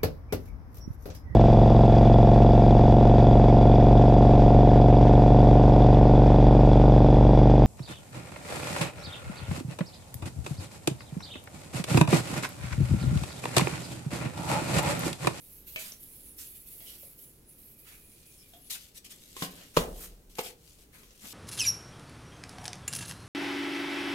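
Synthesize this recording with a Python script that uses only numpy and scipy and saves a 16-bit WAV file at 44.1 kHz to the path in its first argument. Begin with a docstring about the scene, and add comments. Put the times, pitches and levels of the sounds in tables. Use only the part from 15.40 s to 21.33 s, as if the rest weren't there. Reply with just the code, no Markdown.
"""Someone shifts about on the loose rock floor of a low cave, close to the microphone.
First clothing slides in thin whispers, with faint squeals, a few scuffs and the clack of small stones.
After three seconds the soles drag harder over the grit. Then three footfalls rock larger stones,
the second with a low boom, and it ends on small ticks and a last rustle of clothes.
All along, the cave answers stones and soles with a short, dark tail over a quiet rumble."""
import sys
import numpy as np
from scipy import signal
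from scipy.fft import rfft, irfft
from scipy.io import wavfile
from scipy.ndimage import uniform_filter1d, map_coordinates

SR = 44100
rng = np.random.default_rng(int(sys.argv[2]) if len(sys.argv) > 2 else 0)


def dump_mix(stems):
    """Bounce the given channels to the path in sys.argv[1] as a 16-bit WAV at rate SR."""
    frames = np.atleast_2d(stems).T  # one column per channel
    limited = np.clip(frames, -1, 1)  # hard clip at full scale
    pcm = np.round(limited * 32767).astype(np.int16)
    wavfile.write(sys.argv[1], SR, pcm)


N = 261513

# tone colour of crushed grit: (frequency [Hz], level [dB])
GRIT_SPECTRUM = [(150, -25), (500, -6.5), (900, -13), (1500, -8.5), (2900, 3), (8000, -0.5), (14500, -4),
                 (16000, -24)]


def stone_knocks(lag_s=0.00021, crunch_t60=0.06, crunch_tilt_db=-4.5, contact_s=0.00016, low_hz=135):
    """A stone is driven against its bed: it rings briefly and crushes the grit beneath it."""
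    # ringing modes of each stone: (frequency [Hz], level [dB], t60 [s])
    stone_modes = { "slab": [(172, -4.5, .09), (355, -14, .04), (485, 1.5, .038), (565, 2, .038),
                   (995, 3.5, .024), (1150, 3.5, .018)], "block": [(178, -3, .11), (280, -3, .05),
                   (430, -7, .03), (780, -6, .022), (1060, 2, .02), (1480, -3, .016)],
                   "plate": [(292, -15.5, .05), (499, -4, 0.054), (834, 2.5, 0.023), (1100, -6, 0.016),
                   (2120, -5.5, 0.02)], "cobble": [(638, -10, 0.2), (1800, -1, 0.03), (2340, 8, 0.028),
                   (2560, 8, 0.03), (3000, 6, 0.024)], "pebble": [(710, 0, .045), (3300, 2, .024),
                   (3560, 1, .022)], "chip": [(5750, 0, .014), (6300, 0, .01)], "flake": [(430, -6, 0.029),
                   (1065, 3, 0.03), (3700, -7, 0.025)], "lump": [(559, 11, 0.066)]}
    # stone hits: (time [s], stone, knock [dB], crunch [dB], cave send [dB])
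    hits = [ (0.3605, "cobble", -35, -37.5, -8), (0.5205, "chip", -33, -49, -11),
            (1.404, "pebble", -64, -52.5, -1.5), (1.632, "lump", -60.5, -59, -9),
            (3.136, "pebble", -50, -55, -3), (3.966, "flake", -38.5, -39.5, -13),
            (4.0225, "block", -25.5, -27.5, -8.5), (4.3665, "slab", -30.5, -24, -12),
            (4.3711, "slab", -14.7, -21, -15.5), (4.985, "plate", -29.5, -33, -14),
            (4.9905, "plate", -25, -30.5, -13), (5.061, "pebble", -40, -44, -17),
            (5.632, "flake", -58, -54, -8), (5.707, "chip", -49, -58, -5),
            (5.855, "block", -51.5, -47.5, -13)]
    direct, send = np.zeros((2, 2, N))
    t = np.arange(SR // 2) / SR
    age = np.maximum(t - np.array([[0], [lag_s]]), 0)  # the left microphone is nearer
    low_cut = signal.butter(2, low_hz, "high", fs=SR)  # a stone radiates little bass
    for s, stone, knock_db, crunch_db, send_db in hits:
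        ring = sum(amp(db - 60 * age / t60) * np.sin(2 * np.pi * hz * age)
                   for hz, db, t60 in stone_modes[stone])
        knock = amp(knock_db) * signal.lfilter(*low_cut, ring)
        grit = stereo(grains(len(t), spread_db=1), GRIT_SPECTRUM, crunch_tilt_db)
        crunch = patchy(grit, depth_db=3, width_hz=220, length_s=0.024)
        hit = knock + amp(crunch_db - 60 * t / crunch_t60) * crunch
        hit *= np.expm1(-age / contact_s)  # the force builds over the contact time
        add(direct, s, hit)
        add(send, s, amp(send_db) * hit)
    return direct + amp(3.5) * cave(send)


def footfall_boom(s=4.372, air_db=-38, rubble_db=-32, rubble_t60=0.62):
    """The heaviest footfall shakes the rubble and wakes the chamber's lowest air resonances."""
    # air resonances: (frequency [Hz], level [dB], t60 [s])
    modes = [(33.36, -1, 1.4), (38.9, 0.0, 1.4), (57.8, -2, 1.1)]
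    # rubble tone: (frequency [Hz], level [dB])
    colour = [(90, -11), (190, 3), (280, -10.5), (410, -1.5), (580, -4.5), (800, -9.5), (1500, -29)]
    t, out = np.arange(SR) / SR, np.zeros((2, N))
    air = sum(amp(db - 60 * t / t60) * np.sin(2 * np.pi * hz * t) for hz, db, t60 in modes)
    rubble = stereo(rng.standard_normal((2, SR)), colour) * amp(-60 * t / rubble_t60)
    attack = np.minimum(t / 0.008, 1)
    add(out, s, (amp(air_db) * air + amp(rubble_db) * rubble) * attack)
    return out


def sole_scuffs(cave_db=-10):
    """Each drag swells and fades as a stream of gritty grains; weight on the sole adds a lower grind."""
    # drags: (time [s], rise [s], fade [s], level [dB], brightness [dB/octave], relative grind [dB])
    drags = [ (0.265, 0.012, 0.044, -54.5, 0, -41), (0.378, 0.019, 0.11, -42.5, 3, -12.5),
             (0.979, 0.008, 0.068, -44.3, 4, -18), (1.448, 0.03, 0.09, -50.5, 0, -24.5),
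             (2.441, 0.035, 0.097, -54, -0.5, -3), (3.296, .009, .056, -36, 1.6, -26),
             (3.351, .003, .016, -44, 0, -3), (3.54, 0.037, 0.013, -45.5, 1.5, -47),
             (3.642, .007, .024, -47, 0, -25), (3.692, .016, .036, -47.5, 1, -22),
             (3.949, 0.084, 0.032, -38.5, 1, -13), (4.101, 0.1, 0.07, -53, -5.5, -9),
             (4.335, 0.056, 0.039, -37.5, 1, -5), (4.541, 0.096, 0.038, -43, 8, -9.5),
             (4.605, .03, .032, -57, 0, 5), (4.893, .006, .06, -60, 2, -25),
             (4.951, 0.003, 0.006, -49, 1, -27.5), (4.955, 0.057, 0.008, -41.5, 6, -4),
             (5.015, .038, .05, -42, 2, -12), (5.519, 0.022, 0.12, -57, 4.5, 0.5),
             (5.808, 0.042, 0.04, -50, 2.5, 5)]
    # tone of grit under weight: (frequency [Hz], level [dB])
    grind_spectrum = [(100, -20), (200, 9.5), (450, -12), (750, -9), (1300, 0), (2200, 0), (5000, -17.5)]
    t, out = np.arange(SR // 2) / SR, np.zeros((2, N))
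    for s, rise, fade, db, tilt_db, grind_db in drags:
        pressure = np.where(t < rise, t / rise, np.exp(-((t - rise) / fade) ** 2))
        cracks = grains(len(t), spread_db=0.8)
        grit = stereo(cracks, GRIT_SPECTRUM, tilt_db) + amp(grind_db) * stereo(cracks, grind_spectrum)
        grit = patchy(grit, depth_db=3.4, width_hz=240, length_s=0.035)
        grit *= flutter(len(t), depth_db=1.4, per_s=150)
        add(out, s, amp(db) * pressure * grit)
    return out + amp(cave_db) * cave(out)


def cloth_slides(attack_s=0.018, release_s=0.095, reference_hz=11300, wander_share=.006):
    """Threads tick over threads: a high band of hiss whose pitch glides with the sliding speed."""
    # cloth over cloth: (start [s], length [s], level [dB], start pitch [Hz], end pitch [Hz])
    strokes = [ (-0.01, 0.2, -51.5, 11100, 11400), (0.26, 0.24, -49.5, 12400, 11100),
               (0.592, 0.31, -51.5, 11200, 10600), (0.962, 0.21, -48.5, 10900, 11000),
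               (1.256, 0.43, -49, 11040, 11100), (1.774, 0.07, -53.5, 11600, 10900),
               (2.075, 0.058, -57, 10000, 10100), (2.17, 0.13, -55, 11100, 11600),
               (2.374, 0.36, -57, 11500, 9600), (2.85, 0.15, -59, 9850, 9500),
               (3.074, 0.21, -62, 11100, 11700)]
    # tone of the hiss at the reference pitch: (frequency [Hz], level [dB])
    hiss_spectrum = [(1500, -27), (2400, -14.5), (6500, -17), (8500, -11.5), (10200, -9), (10900, 1),
                     (11700, 0), (12800, -2.5), (17000, -7.5)]
    now = np.arange(N) / SR
    level, glide = np.zeros(N), []
    for s, length, db, start_hz, end_hz in strokes:
        age = np.maximum(now - s, 0)
        catch = np.minimum(age / attack_s, 1)
        let_go = np.exp(-np.maximum(age - length, 0) / release_s)
        level += amp(db) * catch * let_go
        glide += [(s, start_hz), (s + length, end_hz)]
    ticks = stereo(grains(N, spread_db=-3), [(1, 0)])  # flat spectrum
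    hz, t, z = signal.stft(ticks, SR, nperseg=512)
    wander = unit(uniform_filter1d(rng.standard_normal(len(t)), size=8))  # the hand slides unevenly
    pitch = np.interp(t, *np.transpose(glide)) * (1 + wander_share * wander)
    z *= amp(curve_at(hiss_spectrum, hz[:, None] * reference_hz / pitch))
    hiss = signal.istft(z, SR, nperseg=512)[1][:, :N]
    hiss = patchy(hiss, depth_db=3.4, width_hz=170, length_s=.035)
    return hiss * level * flutter(N, depth_db=1.3, per_s=63)


def body_rustle():
    """Soft, broad crinkling of clothes and dust that swells and fades with each shift of the body."""
    # body shifts: (centre [s], half length [s], level [dB])
    shifts = [ (2.93, 0.3, -62), (3.401, 0.11, -53.5), (3.87, 0.19, -57.5), (4.157, 0.21, -55.5),
              (4.6, 0.15, -59.5), (5.297, 0.096, -59), (5.422, 0.032, -60.5), (5.673, 0.13, -63),
              (5.92, 0.092, -46.5)]
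    crinkle = stereo(grains(N, spread_db=2.7), GRIT_SPECTRUM, tilt_db=1)
    crinkle = patchy(crinkle, depth_db=3, width_hz=250, length_s=.04)
    t = np.arange(N) / SR
    level = sum(amp(db) * np.exp(-((t - s) / half) ** 2) for s, half, db in shifts)
    return crinkle * level * flutter(N, depth_db=1.2, per_s=110)


def friction_squeals(sag_share=0.0198):
    """Stick and slip too unsteady for a clean tone: a narrow band that swells, sags and fades."""
    # sliding surfaces catch: (centre [s], half length [s], pitch [Hz], width [Hz], level [dB])
    catches = [ (0.89, 0.075, 10300, 900, -55.5), (1.492, 0.032, 3020, 400, -54),
               (2.097, 0.03, 10300, 800, -57.5), (2.6, .4, 2450, 200, -72.5), (2.9, .05, 2480, 200, -68),
               (3.06, .055, 2340, 140, -66.5), (3.01, .024, 5300, 450, -60),
               (3.263, 0.053, 10800, 600, -57)]
    t, out = np.arange(SR) / SR - .5, np.zeros((2, N))
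    bins = np.fft.rfftfreq(SR, 1 / SR)
    for s, half, hz, width, db in catches:
        peak_db = -20 * np.log10(1 + (2 * (bins - hz) / width) ** 2)
        band = stereo(rng.standard_normal((2, SR)), np.column_stack([bins, peak_db]))
        # as the slide slows, the pitch drops by sag_share in each half length
        sag = np.exp(-1j * np.pi * hz * sag_share * t ** 2 / half)
        squeal = (signal.hilbert(band) * sag).real
        add(out, s - .5, amp(db) * np.exp(-(t / half) ** 2) * squeal)
    return out


def cave(x):
    """Dense reflections from near rock; the treble dies first."""
    # decay times: (frequency [Hz], t60 [s])
    t60 = [(100, 1.0), (450, 0.42), (1000, 0.32), (3000, 0.25), (12000, 0.15)]
    colour = [(80, -9.5), (430, 7.5), (3000, 9.0)]  # (frequency [Hz], level [dB])
    hz, t, z = signal.stft(stereo(rng.standard_normal((2, SR)), colour), SR, nperseg=256)
    decay = amp(-60 * t / curve_at(t60, hz)[:, None])
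    tail = signal.istft(z * decay, SR, nperseg=256)[1]
    tail *= np.clip((np.arange(tail.shape[1]) / SR - .004) / 0.0035, 0, 1)  # pre-delay, then fade-in
    return signal.fftconvolve(x[:1], tail / np.linalg.norm(tail[0]), axes=1)[:, :N]


def still_air(rumble_db=-59, hiss_db=-72):
    """Low rumble of the chamber and a faint even hiss."""
    # chamber rumble: (frequency [Hz], level [dB])
    rumble_spectrum = [(20, -2.5), (40, 4), (80, -2), (190, -5), (450, -9.5), (700, -20), (3000, -27.5)]
    # faint even hiss: (frequency [Hz], level [dB])
    hiss_spectrum = [(1000, 0), (16000, -2)]
    rumble = stereo(rng.standard_normal((2, N)), rumble_spectrum)
    rumble *= flutter(N, depth_db=1.5, per_s=5.054)
    hiss = stereo(rng.standard_normal((2, N)), hiss_spectrum)
    return amp(rumble_db) * rumble + amp(hiss_db) * hiss


def grains(size, spread_db):
    """Thousands of tiny fractures a second: noise whose strength jumps every 16 samples."""
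    strength = amp(spread_db * np.minimum(rng.exponential(1, size // 16 + 1), 5))
    return rng.standard_normal((2, size)) * np.repeat(strength, 16)[:size]


def patchy(x, depth_db, width_hz, length_s):
    """Ever-changing contact points: brief narrow resonances come and go across the spectrum."""
    hz, t, z = signal.stft(x, SR, nperseg=512)
    grid = np.array(np.meshgrid(hz / width_hz, t / length_s, indexing="ij"))
    patches = map_coordinates(rng.standard_normal((128, 256)), grid, order=1, mode="grid-wrap")
    z *= amp(depth_db * patches)
    return unit(signal.istft(z, SR, nperseg=512)[1][:, :x.shape[1]])


def flutter(size, depth_db, per_s):
    """Randomly wavering gain, as of a surface that catches and slips."""
    steps = np.arange(size) / SR * per_s
    return amp(depth_db * np.interp(steps, np.arange(4096), rng.standard_normal(4096)))


def stereo(pair, spectrum, tilt_db=0):
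    """Colours two signals and sets their stereo width: centred bass, wide middle, narrower treble."""
    # likeness of left and right: (frequency [Hz], correlation [-1 to 1])
    likeness = [(60, .99), (220, .92), (500, .65), (1100, -.2), (5000, 0), (7500, .55), (12000, .72)]
    hz = np.fft.rfftfreq(pair.shape[1], 1 / SR)
    same = np.clip(curve_at(likeness, hz), -.999, .999)
    mid, side = rfft(pair) * np.sqrt([1 + same, 1 - same])
    colour = amp(curve_at(spectrum, hz) + tilt_db * np.log2(np.maximum(hz, 500)))
    return unit(irfft(np.array([mid + side, mid - side]) * colour, pair.shape[1]))


def amp(db):
    """Decibels to gain."""
    return 10 ** (np.asarray(db) / 20)


def unit(x):
    """Scales to rms 1."""
    return x / np.sqrt(np.mean(x ** 2) + 1e-20)


def curve_at(points, hz):
    """Reads a curve on a log-frequency axis."""
    f, value = np.transpose(points)
    return np.interp(np.log(hz + 1), np.log(f + 1), value)


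def add(mix, s, sound):
    """Mixes a stereo sound in at time s."""
    part = mix[:, max(round(s * SR), 0):][:, :sound.shape[1]]
    part += sound[:, :part.shape[1]]


def scene():
    """Stones, boom and room tone, with the friction sounds panned to follow the body."""
    # where the moving body is: (time [s], left minus right [dB])
    body_pan = [(1, -2.5), (2.8, -1.5), (3.3, 3.5), (4.6, 0), (5, 3.5)]
    side_db = np.interp(np.arange(N) / SR, *np.transpose(body_pan))
    friction = sole_scuffs() + friction_squeals() + cloth_slides() + body_rustle()
    friction *= amp([side_db / 2, -side_db / 2])
    return stone_knocks() + footfall_boom() + friction + still_air()


def record(dry):
    """The recorder's band limit: a steep low-pass at the very top of the treble."""
    low_pass = signal.firwin(511, 15950, window=("kaiser", 9), fs=SR)
    return signal.oaconvolve(dry, low_pass[None], "same")


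dry = scene()
out = record(dry)
dump_mix(out)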